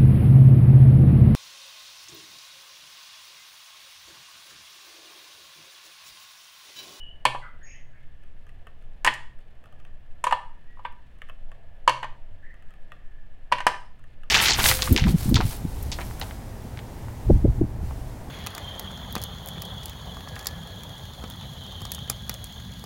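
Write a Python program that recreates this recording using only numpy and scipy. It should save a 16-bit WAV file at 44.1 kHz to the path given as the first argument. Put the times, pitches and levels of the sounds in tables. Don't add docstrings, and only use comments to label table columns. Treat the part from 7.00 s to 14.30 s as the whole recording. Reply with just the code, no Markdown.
import sys
import numpy as np
from scipy import signal
from scipy.fft import rfft, irfft
from scipy.io import wavfile

SR = 44100
rng = np.random.default_rng(int(sys.argv[2]) if len(sys.argv) > 2 else 0)


def transcribe(signal):
    frames = np.atleast_2d(signal).T
    limited = np.clip(frames, -1, 1)
    pcm = np.round(limited * 32767).astype(np.int16)
    wavfile.write(sys.argv[1], SR, pcm)


N = 321930
AGE = np.arange(int(0.7 * SR)) / SR


def from_db(db):
    return 10 ** (np.asarray(db) / 20)


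def rms_one(x):
    return x / np.sqrt(np.mean(x ** 2) + 1e-20)


def unit_hit(x):
    return x / np.sqrt(np.sum(x ** 2) / (0.02 * SR) + 1e-20)


def cut(x, hz, kind, order=2):
    return signal.sosfilt(signal.butter(order, np.clip(hz, 10, .45 * SR), kind, fs=SR, output="sos"), x)


def dying(t60):
    return np.exp(-np.log(1000) * AGE / t60)


def add(track, s, sound):
    start = int(s * SR)
    track[start:start + len(sound)] += sound[:N - start]


def burst(rise_s, t60):
    return rng.standard_normal(len(AGE)) * (1 - np.exp(-AGE / rise_s)) * dying(t60)


def drift(hz):
    steps = rng.standard_normal(int(N / SR * hz) + 2)
    return np.interp(np.arange(N) / SR * hz, np.arange(len(steps)), steps)


def clicks(per_s, size):
    return (rng.random(size) < per_s / SR) * rng.uniform(-1, 1, size)


# frequency in Hz, level in dB per Hz.
ROOM_SPECTRUM = [(5, -48), (17, -46.5), (23, -67), (45, -71), (62, -70), (95, -78), (160, -83.5),
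                 (330, -93.5), (950, -101), (2200, -103), (3000, -103), (4000, -114), (6000, -121),
                 (15000, -127)]
# centre in Hz, width in Hz, level in dB, swell in dB.
ROOM_RESONANCES = [(126, 3, -66, 1), (630, 370, -68.5, 3.5), (1734, 200, -71, 2.5)]


def room_tone():
    def noise(gain):
        return irfft(rfft(rng.standard_normal(N)) * gain, N) * np.sqrt(SR / 2)

    hz = np.maximum(np.fft.rfftfreq(N, 1 / SR), 1)
    points_hz, points_db = np.transpose(ROOM_SPECTRUM)
    out = noise(from_db(np.interp(np.log(hz), np.log(points_hz), points_db)))
    for centre_hz, width_hz, db, swell_db in ROOM_RESONANCES:
        peak = 1 / (1 + (2 * (hz - centre_hz) / width_hz) ** 2)
        resonance = rms_one(noise(peak))
        out += from_db(db + swell_db * drift(hz=4.4)) * resonance
    return out


def whistle(length, start_hz, end_hz):
    along = np.linspace(0, 1, int(length * SR))
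    wobble = rms_one(cut(rng.standard_normal(len(AGE)), 150, "low"))[:len(along)]
    glide_octaves = abs(np.log2(end_hz / start_hz))
    waver = 0.0019 + 0.42 * glide_octaves
    hz = (start_hz + (end_hz - start_hz) * along) * (1 + waver * wobble)
    loudness = (1 - np.exp(-along / 0.03)) * np.sqrt(1 - along)
    return loudness * np.sin(2 * np.pi * np.cumsum(hz) / SR)


# start in seconds, length in seconds, first and last pitch in Hz, relative level in dB.
BIRD_CALLS = [(0.0, 0.099, 2965, 2901, -41.5), (0.412, 0.07, 1946, 2012, -47),
              (0.422, 0.071, 1422, 1150, -45), (0.612, 0.083, 1792, 1980, -52),
              (0.629, 0.14, 6660, 6580, -53), (0.651, 0.14, 5440, 6220, -64.5),
              (0.664, 0.12, 2427, 2787, -53.5), (0.727, 0.08, 1942, 2047, -52),
              (0.93, 0.084, 1678, 2070, -59), (3.675, 0.064, 1900, 1914, -57),
              (5.425, 0.12, 1788, 1930, -50.5)]


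def birds():
    out = np.zeros(N)
    for s, length, start_hz, end_hz, db in BIRD_CALLS:
        add(out, s, from_db(db) * whistle(length, start_hz, end_hz))
    return out


def struck(modes, scatter_db, detune, rise_s):
    out = 0
    for hz, db, t60 in modes:
        strength = from_db(db + scatter_db * rng.standard_normal())
        cycles = hz * (1 + detune * rng.standard_normal()) * AGE + rng.random()
        out = out + strength * dying(t60) * np.sin(2 * np.pi * cycles)
    return unit_hit(out * (1 - np.exp(-AGE / rise_s)))


def flex(low_hz, high_hz, t60):
    return unit_hit(cut(burst(rise_s=0.0015, t60=t60), [low_hz, high_hz], "band", order=3))


def knock(hz, swell_s):
    return unit_hit((AGE / swell_s) ** 2 * np.exp(-AGE / swell_s) * np.sin(2 * np.pi * hz * AGE))


def crack(ring_hz):
    contact = burst(rise_s=0.00025, t60=0.014) + from_db(-13) * burst(rise_s=0.00057, t60=0.071)
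    broad = unit_hit(cut(cut(contact, 3500, "high", order=3), 8800, "low", order=3))
    resonator = signal.iirpeak(ring_hz, Q=4.5, fs=SR)
    ring = unit_hit(signal.lfilter(*resonator, cut(contact, 1700, "high")))
    return unit_hit(broad + from_db(-5) * ring)


# mode frequency in Hz, relative level in dB, seconds to fall 60 dB.
TABLE_MODES = [(126.8, 0, 0.65)]
BASE_MODES = [(523, -2, 0.09), (615.5, 1, 0.065)]
CAVITY_MODES = [(850, -8, 0.035), (925, -7, 0.04), (985, 2, 0.06), (1065, -6, 0.04), (1185, -8, 0.05)]
WALL_MODES = [(1400, -9, 0.04), (1557, -3, 0.08), (1710, 0, 0.04), (1797, 1, 0.065), (1895, -1, 0.055),
              (2065, -7, 0.05)]
RIM_MODES = [(2243, -4, 0.05), (2392, -4, 0.04), (2506, -3, 0.045), (2745, 2, 0.04), (2935, 0, 0.04),
             (3195, -10, 0.025)]
PART_RESPONSE = {"thud": (-43, 1.05, 4, 1.0), "base": (-33.5, 0.9, -6, 0.53), "cavity": (-14, 1.0, -6, 0),
                 "wall": (-18, 1.28, 3.5, -0.84), "rim": (-25, 1.12, 2.5, 0.456)}
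# start in seconds, ring in Hz, weight of the landing in dB.
CUBE_FALLS = [(0.245, 7710, 10.5), (2.041, 7530, 4), (3.23, 7660, 6), (4.871, 4470, 7.5), (6.51, 4870, 7)]
# start in seconds, strength in dB,
# height from -1 at the bottom to 1 at the rim, sharpness of the ice edge in dB.
CUBE_STRIKES = [(0.2528, -1, 0.22, 2.5), (0.349, -20.5, -0.59, -9), (2.0467, -6, 1, 9.5),
                (2.064, -7.5, 0.11, 6), (2.074, -0.5, 0.88, -7), (2.1388, -26.5, 1, 19),
                (3.2405, -11, -0.22, 9.5), (3.268, -10, -0.52, -2), (3.31, -14, 0.16, -2),
                (3.3242, -6, -0.55, -5), (3.772, -46, -0.8, -1), (3.793, -38, -1, -8),
                (3.8499, -17, -0.074, -18), (4.8768, -1, -0.4, 1.5), (4.894, -8, -0.14, 7),
                (5.0292, -15.5, 0.53, -3), (5.043, -21.5, -0.3, 1), (6.5173, -19, -0.18, -4),
                (6.5223, -3, -0.17, -0.5), (6.583, -17, 0.99, -1), (6.604, -15.5, 0.76, 1),
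                (6.6667, -1.5, -0.075, 4.5), (6.74, -23, 1, -5)]


def ice_in_jar():
    settle_s = 0.054
    out = np.zeros(N)
    table = struck(TABLE_MODES, scatter_db=0, detune=0, rise_s=0.0086)
    for s, strength_db, height, edge_db in CUBE_STRIKES:
        fell_s, ring_hz, landing_db = [cube for cube in CUBE_FALLS if cube[0] < s][-1]
        weight_db = landing_db * np.exp(-(s - fell_s) / settle_s)
        parts = {
            "thud": table + from_db(-3.5) * flex(200, 400, t60=0.08),
            "base": struck(BASE_MODES, scatter_db=3, detune=0.0024, rise_s=0.0011)
                    + from_db(-9.5) * flex(470, 970, t60=0.04),
            "cavity": struck(CAVITY_MODES, scatter_db=2.5, detune=0.0013, rise_s=0.00032)
                      + from_db(-0.5) * knock(hz=982.7, swell_s=0.0012),
            "wall": struck(WALL_MODES, scatter_db=3, detune=0.016, rise_s=0.00039)
                    + from_db(-4.5) * flex(1300, 2100, t60=0.028),
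            "rim": struck(RIM_MODES, scatter_db=3, detune=0.0084, rise_s=0.00062)
                   + from_db(-0.5) * flex(2200, 3300, t60=0.069)
                   + from_db(-13) * flex(3500, 4700, t60=0.052)}
        for name, (db, growth, height_db, weight_share) in PART_RESPONSE.items():
            level_db = db + growth * strength_db + height_db * height + weight_share * weight_db
            add(out, s, from_db(level_db) * unit_hit(parts[name]))
        crack_db = -33 + 1.245 * strength_db + edge_db
        add(out, s, from_db(crack_db) * crack(ring_hz))
    return out


PRYING_SPANS = [(1.2, 1.85), (2.35, 2.92), (3.599, 4.55), (5.498, 5.95), (6.949, 7.3)]


def fingers():
    t = np.arange(N) / SR
    prying = sum((t > start) & (t < end) for start, end in PRYING_SPANS)
    grains = clicks(per_s=90 * from_db(1.7 * drift(hz=7)), size=N) * from_db(3 * prying)
    rub = rms_one(signal.fftconvolve(grains, flex(900, 3800, t60=0.043))[:N])
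    fizz = rms_one(cut(grains + 1e-18, [5500, 12000], "band"))
    return from_db(-76.5) * rub + from_db(-90) * fizz


# mode frequency in Hz, relative level in dB, seconds to fall 60 dB.
TRAY_MODES = [(487, -10, 0.059), (743, -2.5, 0.015), (1177, -5, 0.087), (1250, -6.5, 0.058),
              (1798, 0, 0.038), (2670, 2, 0.012), (2650, -3.5, 0.022)]


def snap(db):
    slips = 0.5 * clicks(per_s=510, size=len(AGE)) * dying(0.04)
    slips[0] = 1
    tick = cut(cut(burst(rise_s=0.00033, t60=0.011), 5000, "high"), 12500, "low")
    clack = (flex(1200, 1900, t60=0.0048)
             + from_db(-6.5) * flex(2600, 3300, t60=0.017)
             + from_db(-9) * flex(530, 700, t60=0.02))
    body = clack + from_db(2) * struck(TRAY_MODES, scatter_db=1, detune=0.04, rise_s=0.0004)
    tick, body = (unit_hit(signal.fftconvolve(slips, sound)[:len(AGE)]) for sound in (tick, body))
    usual_snap_db = -48
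    tick_db = -70 + 0.42 * (db - usual_snap_db)
    return from_db(db) * body + from_db(tick_db) * tick


# start in seconds, level in dB.
HAND_BUMPS = [(1.03, -52), (1.541, -50), (2.889, -53.5), (4.66, -51), (5.30, -43)]
# start in seconds, level in dB.
TRAY_SNAPS = [(1.467, -62), (1.492, -58.5), (1.669, -49.5), (2.389, -64.5), (2.657, -57), (2.725, -62.5),
              (2.85, -56.5), (4.218, -44), (4.287, -54), (4.296, -47), (4.516, -52.5), (5.541, -61),
              (5.706, -59.5), (5.919, -45), (7.04, -58), (7.234, -53.5)]


def tray():
    slips_per_s, slip_db, slip_scatter_db = 3.5, -64, 2.5
    out = fingers()
    for s, db in TRAY_SNAPS:
        add(out, s, snap(db))
    for s, db in HAND_BUMPS:
        add(out, s, from_db(db) * knock(hz=88, swell_s=0.016))
    for start, end in PRYING_SPANS:
        for s in rng.uniform(start, end, round(slips_per_s * (end - start))):
            add(out, s, snap(slip_db + slip_scatter_db * rng.standard_normal()))
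    return out


# frequency in Hz, seconds to fall 60 dB, gain in dB.
KITCHEN_DECAY = [(127.1, 0.18, -16.5), (480, 0.35, -8), (1020, 0.37, -9.5), (1790, 0.37, -9.5),
                 (4000, 0.38, -8), (7900, 0.38, -12.5), (15500, 0.2, -18.5)]


def kitchen(x):
    hz, t60, db = np.transpose(KITCHEN_DECAY)
    edges_hz = 88 * 2.0 ** np.arange(9)
    response = 0
    for low, high in zip(edges_hz, edges_hz[1:]):
        log_centre = np.log(low * high) / 2
        tail = burst(rise_s=0.0017, t60=np.interp(log_centre, np.log(hz), t60))
        gain = from_db(np.interp(log_centre, np.log(hz), db))
        response = response + gain * cut(tail / np.linalg.norm(tail), [low, high], "band")
    return signal.fftconvolve(x, response)[:N]


def scene():
    near, far = ice_in_jar() + tray(), birds()
    direct = near + from_db(-1.5) * far
    reflected = kitchen(near + from_db(11.5) * far)
    return (direct + reflected + room_tone())[None, :]


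def record(dry):
    cutoff_hz = 15900
    rounded = 1.476 * np.tanh(dry / 1.546)
    return signal.sosfilt(signal.ellip(10, .2, 80, cutoff_hz, fs=SR, output="sos"), rounded)


dry = scene()
out = record(dry)
transcribe(out)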